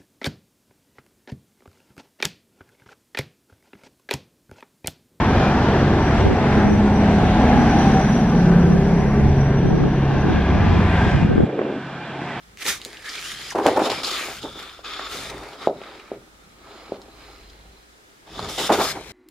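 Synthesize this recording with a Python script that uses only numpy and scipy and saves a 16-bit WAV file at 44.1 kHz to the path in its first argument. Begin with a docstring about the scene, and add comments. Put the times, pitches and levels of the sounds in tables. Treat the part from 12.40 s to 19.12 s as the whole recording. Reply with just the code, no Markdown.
"""Dry rustles, low rumbles, pops and ticks are heard as stiff card paper is handled in a quiet room.
Skin and edges rub the sheet: clumped friction noise drives broad resonances, a hiss and a moving tone.
Bending excites low modes, a bulge flipping over sends out a short pulse, a catch is a dying noise burst.
Pops and ticks reverberate as decaying noise; a low wavering sine hums over a hush of filtered noise."""
import sys
import numpy as np
from scipy import signal
from scipy.fft import rfft, irfft, next_fast_len
from scipy.io import wavfile
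from scipy.ndimage import uniform_filter1d, map_coordinates

SR = 44100
rng = np.random.default_rng(int(sys.argv[2]) if len(sys.argv) > 2 else 0)


def to_wav(s):
    """Save 16-bit WAV."""
    ch = np.atleast_2d(s).T  # columns
    pcm = np.round(np.clip(ch, -1, 1) * 32767)  # PCM
    wavfile.write(sys.argv[1], SR, pcm.astype(np.int16))


N = 296352  # samples


def amp(db):
    """Decibels are logarithmic: dB to a linear gain."""
    return 10 ** (np.asarray(db) / 20)


def unit(x):
    """Normalisation of mean power: the signal scaled to rms 1."""
    return x / np.sqrt(np.mean(x ** 2) + 1e-20)


def along(points, hz):
    """Logarithmic frequency scale: (Hz, value) points joined by lines on a log axis."""
    f, v = np.transpose(points)
    return np.interp(np.log(hz + 1), np.log(f + 1), v)


def curves(rows):
    """Linear interpolation in time: one value per sample for each column after the seconds."""
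    s, *cols = np.transpose(rows)
    return [np.interp(np.arange(N) / SR, s, c) for c in cols]


def wobble(rate):
    """Slow random modulation: a smooth curve through normal random knots, rate knots a second."""
    knots = rng.standard_normal(int(N * rate / SR) + 4)
    return map_coordinates(knots, [np.arange(N) * rate / SR])


def filtered(x, response):
    """Linear filtering: the spectrum of x times a complex response of frequency."""
    m = next_fast_len(N + SR // 2)
    return irfft(rfft(x, m) * response(np.fft.rfftfreq(m, 1 / SR)), m)[..., :N]


def tones(modes):
    """Modal superposition: causal resonances of (Hz, width Hz, dB), summed with alternating sign."""
    def response(f):
        total = 0
        for k, (centre, width, db) in enumerate(modes):
            damping = 1j * f * width
            total = total + (-1) ** k * amp(db) * damping / (centre * centre - f * f + damping)
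        return total
    return response


def twice(modes):
    """Cascaded resonance: the modes passed twice leave dark valleys between them."""
    return lambda f: tones(modes)(f) ** 2


# Likeness of left and right. Each row: frequency in Hz, correlation from -1 to 1.
LIKENESS = [(380, 1), (950, 0.92), (2380, 0.71), (5980, 0.43), (15000, -0.73)]


def stereo(pair, response, likeness):
    """Interaural coherence: two unrelated signals, coloured and mixed as sum and difference."""
    def mid_side(hz):
        turn = np.arccos(np.clip(along(likeness, hz), -1, 1)) / 2
        return response(hz) * np.array([np.cos(turn), np.sin(turn)])
    mid, side = filtered(pair, mid_side)
    return np.array([mid + side, mid - side])


def spread(pair, response, likeness=LIKENESS):
    """Interaural coherence at unit power: the stereo mix scaled to rms 1."""
    return unit(stereo(pair, response, likeness))


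def slips(grain_db, rate):
    """Stick-slip friction: countless tiny slips as noise whose strength comes in clumps."""
    return amp(grain_db * wobble(rate)) * rng.standard_normal((2, N))


def jerks(rate, size_db, fade_s):
    """Stick-slip release: the grip gives at random instants; sudden rises in dB sink back."""
    kicks = (rng.random(N) < rate / SR) * rng.exponential(size_db, N)
    rise = signal.lfilter([1], [1, -np.exp(-1 / (fade_s * SR))], kicks)
    return np.minimum(rise - rise.mean(), 6)


def gestures(rows):
    """Addition of powers: swell, run and release summed in dB; further columns weighted by power."""
    swell_db, let_go_db_per_s, rest_db = 15.5, 820, -64.5  # rest: the floor with hands still
    t = np.arange(0, N / SR + .002, .002)
    power = []
    for s, swell, run, db, sag, *_ in rows:
        corners_s = np.cumsum([s - swell / 2, swell / 2, swell, run, 80 / let_go_db_per_s])
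        corners_db = db - np.array([60, swell_db, 0, sag, sag + 80])
        power.append(amp(2 * np.interp(t, corners_s, corners_db)))
    power = np.array(power)
    total = power.sum(0)
    further = [(np.array(column) @ power) / total for column in list(zip(*rows))[5:]]
    return curves(np.transpose([t, 10 * np.log10(total + amp(2 * rest_db)), *further]))


# Spectrum of the hush. Each row: frequency in Hz, relative density in dB per Hz.
HUSH_SPECTRUM = [(15, -53), (25, -2.5), (145, -19), (180, -4.5), (384, -4.5), (1020, -9.5), (1230, -3.5),
                 (3250, -13), (4140, -14.5), (7710, -16.5), (16000, -27.5)]
# Likeness of left and right in the hush. Each row: frequency in Hz, correlation from -1 to 1.
HUSH_LIKENESS = [(60, 0.24), (950, -0.7), (15000, -0.04)]


def hush():
    """Stationary ambient noise: filtered random noise at a constant level."""
    noise = rng.standard_normal((2, N))
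    return amp(-54) * spread(noise, lambda hz: amp(along(HUSH_SPECTRUM, hz)), HUSH_LIKENESS)


# Swelling of the hum. Each row: time in seconds, level in dB.
HUM_LEVEL = [(0, -59.5), (2.42, -54), (3.0, -48), (3.15, -62.5), (4.6, -56), (4.75, -52), (5.3, -50),
             (5.42, -59), (5.8, -71), (5.95, -49.5), (6.72, -55)]


def hum():
    """Frequency and amplitude modulation: a low sine wavers in pitch and strength amid narrow noise."""
    level_db, = curves(HUM_LEVEL)
    pitch_hz = 52.5 + 1.79 * wobble(5.4)
    tone = np.sin(2 * np.pi * np.cumsum(pitch_hz) / SR)
    blur = unit(filtered(rng.standard_normal(N), tones([(45, 52, 0)])))
    return amp(level_db) * unit(amp(1.1 * wobble(14)) * tone + 0.5 * blur)


# Decay of the room. Each row: frequency in Hz, time to fall by 60 dB in seconds.
ROOM_DECAY = [(150, 0.54), (450, 0.25), (1200, 0.23), (4000, 0.025), (12000, 0.24)]


def room(x):
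    """Reverberant decay: each frequency dies at its own speed, in a new random tail every quarter second."""
    out, step, delay = np.zeros((2, N + 2 * SR)), SR // 4, 180  # in samples
    for start in range(0, N, step):
        hz, t, z = signal.stft(rng.standard_normal((2, SR // 2)), SR, nperseg=256)
        decay = amp(-60 * t / along(ROOM_DECAY, hz)[:, None])
        tail = signal.istft(z * decay, SR, nperseg=256)[1]
        tail /= np.linalg.norm(tail, axis=1, keepdims=True)
        wet = signal.fftconvolve(x[None, start:start + step], tail, axes=1)
        out[:, start + delay:start + delay + wet.shape[1]] += wet
    return stereo(out[:, :N], np.ones_like, LIKENESS)


# Spectrum of the pushed air. Each row: frequency in Hz, relative density in dB per Hz.
AIR_SPECTRUM = [(40, -32), (70, 9), (130, 12.5), (230, 8.5), (320, -37)]
# Air pushed by the sheet. Each row: time in seconds, level in dB.
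FAN_LEVEL = [(1.08, -60.5), (1.16, -40.5), (1.55, -43), (1.7, -60), (2.15, -47.5), (2.4, -84),
             (2.76, -48.5), (2.98, -45), (3.1, -58), (5.85, -69), (5.93, -44.5), (6.42, -40), (6.72, -51)]


def fanned_air():
    """Turbulent flow: the moving sheet fans the air, heard as low noise in slow gusts."""
    air = spread(slips(3.5, rate=18), lambda hz: amp(along(AIR_SPECTRUM, hz)))
    return amp(curves(FAN_LEVEL)[0]) * air


# Catches, from dry ticks to short rasps. Each row: start in seconds, peak in dB, pitch in Hz,
# time for the noise to fall by 60 dB in seconds.
CATCHES = [(0.1733, -27, 2970, 0.0049), (0.264, -16, 2540, 0.012), (0.4163, -22.5, 3400, 0.0087),
           (0.45, -13.5, 4360, 0.004), (0.5307, -26, 2500, 0.0072), (0.545, -33, 2500, 0.01),
           (0.571, -27.5, 2990, 0.016), (0.6907, -24.5, 5140, 0.067), (0.733, -24, 4740, 0.022),
           (0.814, -18, 2900, 0.0036), (0.8266, -20.5, 2180, 0.0069), (1.105, -22.5, 5800, 0.022),
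           (1.266, -6.5, 3020, 0.0046), (1.3647, -21.5, 3760, 0.0087), (1.501, -13.5, 3950, 0.016),
           (1.634, -19, 4170, 0.04), (1.647, -16, 4100, 0.087), (1.811, -19.5, 1990, 0.012),
           (2.031, -23.5, 3530, 0.019), (2.593, -22, 1250, 0.033), (2.899, -23, 3800, 0.02),
           (3.132, -33, 3320, 0.024), (3.414, -34, 2500, 0.03), (3.598, -33, 2500, 0.024),
           (4.617, -36, 4200, 0.023), (5.099, -39, 4200, 0.036), (5.992, -24.5, 3840, 0.024),
           (6.0974, -30, 3470, .02), (6.178, -25, 4500, 0.012)]


def ticks():
    """Impulsive excitation of a resonator: a catch lets go in a dying noise burst that rings broadly."""
    out, t = np.zeros(N + SR), np.arange(SR // 10) / SR
    hz = np.fft.rfftfreq(len(t), 1 / SR)
    for s, db, pitch_hz, t60 in CATCHES:
        noise = rng.standard_normal(len(t)) + 5 * (t == 0)  # the first instant is a sharp click
        width_hz = 0.29 * pitch_hz + 15 / t60  # drier catches ring more broadly
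        ring = twice([(pitch_hz, width_hz, 0)])
        burst = irfft(rfft(noise * amp(-60 * t / t60)) * ring(hz), len(t))
        out[round(s * SR):][:len(t)] += amp(db) * burst / np.abs(burst).max()
    return out[:N]


# Bulges flipping over. Each row: time in seconds, level in dB, nominal pitch in Hz.
FLIPS = [(0.4625, -27, 390), (1.151, -11.5, 590), (1.262, 2.5, 627), (1.2887, -3, 620), (1.3735, -8, 710),
         (1.3835, -5, 645), (1.5021, -12.5, 740), (1.812, -27, 435), (2.051, -21.5, 394),
         (2.3928, -29.5, 554), (2.596, -21.5, 633),(3.2738, 0, 552), (3.4171, -25.5, 554),
         (3.7181, -14.5, 455), (4.522, -12.5, 466), (5.994, -15, 900), (6.181, -17.5, 600),
         (6.303, -6, 690), (6.3118, -8, 785), (6.3983, -19, 750), (6.413, -17, 800)]


def pops():
    """Snap-through buckling: a bulge flips and sends a three-lobed pulse; the slack sheet rings on."""
    push, t = np.zeros(N + SR), np.arange(-200, 200) / SR
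    window = np.hanning(len(t))
    for s, db, hz in FLIPS:
        cycles = t * hz * np.where(t < 0, 1.2, .9)  # it snaps fast and settles slower
        pulse = np.cos(2 * np.pi * cycles) * np.exp(-(cycles / .6) ** 2)
        balanced = pulse - pulse.sum() * window / window.sum()  # no net pressure remains
        push[round(s * SR) - 200:][:len(t)] -= amp(db) * balanced
    push = push[:N]
    ring = filtered(np.roll(push, 130), tones([(408.0, 11.5, 0.0132)]))  # delayed by 130 samples
    return push + amp(3.5) * ring


# Bending modes of the slack sheet. Each row: frequency in Hz, width in Hz, level in dB.
SLACK_MODES = [(246, 122, -9.5), (308.4, 56.5, -2), (415, 38.3, -1.5)]
# Bending modes of the taut sheet. Each row: frequency in Hz, width in Hz, level in dB.
TAUT_MODES = [(509, 59, 3.5), (669, 99, 3), (788, 83, 7), (910, 265, 2.5), (1304, 790, -7)]
# Bouts of buckling. Each row: start in seconds, swell in seconds, run in seconds, level in dB,
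# sag over the run in dB.
BUCKLING = [(.25, 0.012, 0.12, -33, 30), (.455, 0.004, 0.043, -37, 28), (1.147, 0.013, 0.074, -18, 5.5),
            (1.24, 0.034, 0.072, -18, 12), (1.345, 0.025, 0.16, -16.5, 12), (1.805, 0.0053, 0.12, -39, 2),
            (2.027, 0.014, 0.078, -28.5, 22), (2.15, 0.016, 0.03, -34, 16), (2.885, 0.019, 0.15, -35.5, 7),
            (4.53, .02, 0.15, -48.5, -1), (6.085, 0.019, 0.054, -30.5, 23),
            (6.292, 0.011, 0.055, -11.5, 8.5), (6.375, 0.03, 0.087, -13, 30),
            (6.51, 0.062, 0.058, -26.5, 25)]


def bending():
    """Flexural vibration: small buckling steps and the rumble under each stroke excite bending modes."""
    stroke_db, *_, rumble_db = gestures(STROKE_ROWS)
    buckle_db, = gestures(BUCKLING)
    bend_db = 10 * np.log10(amp(2 * buckle_db) + amp(2 * (stroke_db + rumble_db)))
    slack = spread(slips(2.1, rate=110), tones(SLACK_MODES))
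    taut = spread(slips(2.9, rate=160), tones(TAUT_MODES))
    stiff_db = 0.11 * (bend_db + 40.0)  # a harder bend stiffens the sheet: the slack modes recede
    steps = amp(-4.0 - stiff_db) * slack + amp(-3.0) * taut
    return amp(bend_db + jerks(35, size_db=1.6, fade_s=0.018)) * steps


def drifting(x, patchy_db):
    """Spectral fluctuation: the wandering contact shifts the colour by random patches in time and pitch."""
    z = signal.stft(x, nperseg=512)[2]
    field = uniform_filter1d(rng.standard_normal(z.shape[1:]), size=5, axis=0)  # over pitch
    field = uniform_filter1d(field, size=22, axis=1)  # over time
    return unit(signal.istft(z * amp(patchy_db * unit(field)), nperseg=512)[1][:, :N])


def creases(rate, size_db):
    """Crackling as a random point process: small creases give way in clicks of very different sizes."""
    return (rng.random((2, N)) < rate / SR) * amp(rng.exponential(size_db, (2, N)).clip(0, 14))


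# Song of the free part of the sheet, moving with the finger. Each row: time in seconds, pitch in Hz,
# level over the rub in dB.
SONG = [(0.42, 1800, -9), (0.69, 1750, -1), (0.75, 2300, -5), (0.82, 2400, -2), (0.87, 3100, -1),
        (1.09, 3300, -7.5), (1.125, 900, 1.5), (1.6, 3400, -11), (1.66, 4300, -5), (1.7, 3500, -8),
        (1.77, 3500, -9), (1.8, 2000, -11), (1.96, 2100, -15), (2.0, 3594, 2), (2.5, 3497, -4),
        (4.25, 4093, -7.5), (5.4, 4074, -0.5), (5.9, 3600, -29), (6.22, 3200, -7), (6.46, 4100, -7.5)]


def singing(width_hz):
    """Quadrature modulation: slow friction noise carries a narrow band along a moving pitch."""
    pitch_hz, level_db = curves(SONG)
    noise = np.vstack([slips(3.3, rate=110), slips(1.4, rate=120)])
    a, b, c, d = filtered(noise, lambda hz: 1 / (1 + (hz / width_hz) ** 2))
    phase = 2 * np.pi * np.cumsum(pitch_hz) / SR
    pair = np.array([a * np.cos(phase) + b * np.sin(phase), c * np.cos(phase) + d * np.sin(phase)])
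    return amp(level_db) * spread(pair, np.ones_like)


# Tones heard with the rub, from deep to top. Each row: frequency in Hz, width in Hz, level in dB.
DEEP_MODES = [(1270, 330, 0)]
MIDDLE_MODES = [(1518, 390, 0.64), (2322, 806, 1.8)]
MAIN_MODES = [(3050, 1280, 1), (4650, 1700, -0.87)]
CLEAR_MODES = [(3600, 280, 0)]
TOP_MODES = [(5050, 450, 0), (6950, 450, -3)]
# Strength of the deep tone. Each row: time in seconds, level in dB.
DEEP_LEVEL = [(0, -10), (1.66, -6), (2.45, -0.5), (2.8, -3), (3.3, 3), (4.95, -1.5), (5.2, -24), (6.0, -4),
              (6.25, -10), (6.41, 1.5), (6.72, -18)]
# Spectrum of the fibres' thin hiss. Each row: frequency in Hz, relative density in dB per Hz.
HISS_SPECTRUM = [(3290, -11), (5600, -1), (7010, -3.5), (9500, -5.5), (15000, -12.5), (16000, -43)]
# Place of the rub. Each row: time in seconds, left over right in dB.
PAN = [(0, -1.5), (0.9, 0), (2.4, 1.5), (4.7, -2), (6.3, 1), (6.72, 5.5)]
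# Strokes of skin or edge. Each row: start in seconds, swell in seconds, run in seconds, level in dB,
# sag over the run in dB, grip from 1 loose to 2 tight, thin hiss in dB, rumble in dB.
STROKE_ROWS = [(.185, 0.043, 0.022, -35, 18, 1.15, -0.5, -9.5),
               (.245, 0.045, 0.09, -23, 22.5, 1.65, 2, -25.5), (.37, 0.011, 0.29, -48, 1, 1.4, -4.5, -3),
               (.63, 0.025, 0.15, -38.5, -1, 1.64, -5, -11),
               (.77, 0.084, 0.094, -36.5, 3.5, 1.84, 0, -14.5),
               (.95, 0.0088, 0.17, -41, -3, 1.86, -4, -11.5),
               (1.22, 0.051, 0.11, -31.5, 10.5, 1.8, -10, 13),
               (1.4, 0.06, 0.074, -28.5, 27, 2.26, -5.5, -1),
               (1.495, 0.0026, 0.2, -29.5, 13.5, 1.67, -9, 1),
               (1.632, 0.0021, 0.15, -31, -0.5, 2.18, -6, -6.5),
               (1.77, 0.024, 0.2, -33.5, 9.5, 1.25, -1.5, -7), (1.99, 0.031, 0.11, -42, 8, 2.26, -6.5, -6),
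               (2.07, 0.13, 0.21, -41, 13.5, 1.88, -8.5, -2.5),
               (2.434, 0.014, 0.23, -39, -1.5, 1.62, -14.5, -6.5),
               (2.64, 0.087, 0.18, -36.5, 4.5, 1.54, -2, -1.5), (2.9, .02, 0.24, -48, 4.5, 1.1, -4.5, 8),
               (3.16, 0.069, 0.05, -41, 3.5, 1.7, -10.5, 3.5), (3.28, 0.17, 0.3, -50.5, 8, 1.15, -14, 6),
               (4.17, 0.15, 0.25, -52, 4.5, 1.66, -19, 6), (4.62, 0.19, 0.6, -52, 17.5, 1.5, -10, 2.5),
               (5.87, 0.12, 0.1, -40, -1.5, 2.1, -9.5, 2.5), (6.085, 0.005, 0.11, -36.5, 2, 2.2, -1, -6),
               (6.175, 0.0097, 0.093, -28.5, 1, 2.15, -3, -3),
               (6.319, 0.0034, 0.11, -26, 17.5, 1.66, -2.5, -0.5),
               (6.37, 0.048, 0.1, -29.5, 1.5, 2.17, -1.5, -5.5),
               (6.52, .01, 0.23, -45.5, 14, 0.94, -3, 5.5), (6.57, 0.14, .05, -45.5, 0, 1.1, -4, -2)]


def sliding():
    """Friction-driven resonance: skin and edges rub the fibres; tones and a hiss answer."""
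    level_db, grip, hiss_db, _ = gestures(STROKE_ROWS)
    pan_db, = curves(PAN)
    rub = amp(-1.5) * spread(slips(1.9, rate=470), twice(MAIN_MODES))
    # level with no grip in dB, change for each step of grip in dB
    for modes, db, step_db in ((MIDDLE_MODES, 7, -6), (CLEAR_MODES, -38.5, 14.5), (TOP_MODES, -13.5, 3.5)):
        waver_db = 1.6 * wobble(12)
        rub += amp(db + step_db * grip + waver_db) * spread(slips(1.4, rate=260), twice(modes))
    deep_db = curves(DEEP_LEVEL)[0] + 0.72 * wobble(9.9)
    rub += amp(deep_db) * spread(slips(1.1, rate=490), twice(DEEP_MODES))
    rub += amp(hiss_db) * spread(slips(1.0, rate=460), lambda hz: amp(along(HISS_SPECTRUM, hz)))
    rub = np.sqrt(np.mean(rub ** 2)) * drifting(rub, patchy_db=1.6)
    rub += singing(width_hz=170)
    rub += amp(-17) * spread(creases(150, size_db=2), twice([(3500, 4800, 0)]))
    rub *= amp(level_db + jerks(29, size_db=2.5, fade_s=0.0052) + np.outer([.5, -.5], pan_db))
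    lead = 0.38 * pan_db  # in samples: the nearer side hears it first
    left = map_coordinates(rub[0], [np.arange(N) + lead], mode="nearest")
    right = map_coordinates(rub[1], [np.arange(N) - lead], mode="nearest")
    return np.array([left, right])


def scene():
    """Superposition: hush, hum, moved air and the handled sheet add up, pops and ticks with echoes."""
    pop, tick = pops(), ticks()
    echoes = room(amp(-8.5) * pop + amp(-2.5) * tick)
    return hush() + hum() + echoes + fanned_air() + tick + pop + bending() + sliding()


def record(dry):
    """Saturation and band limiting: peaks round off at full scale, nothing stays above the limit."""
    rounded = dry / (1 + np.abs(dry) ** 16) ** (1 / 16)
    return filtered(rounded, lambda hz: hz < 15900)


dry = scene()
out = record(dry)
to_wav(out)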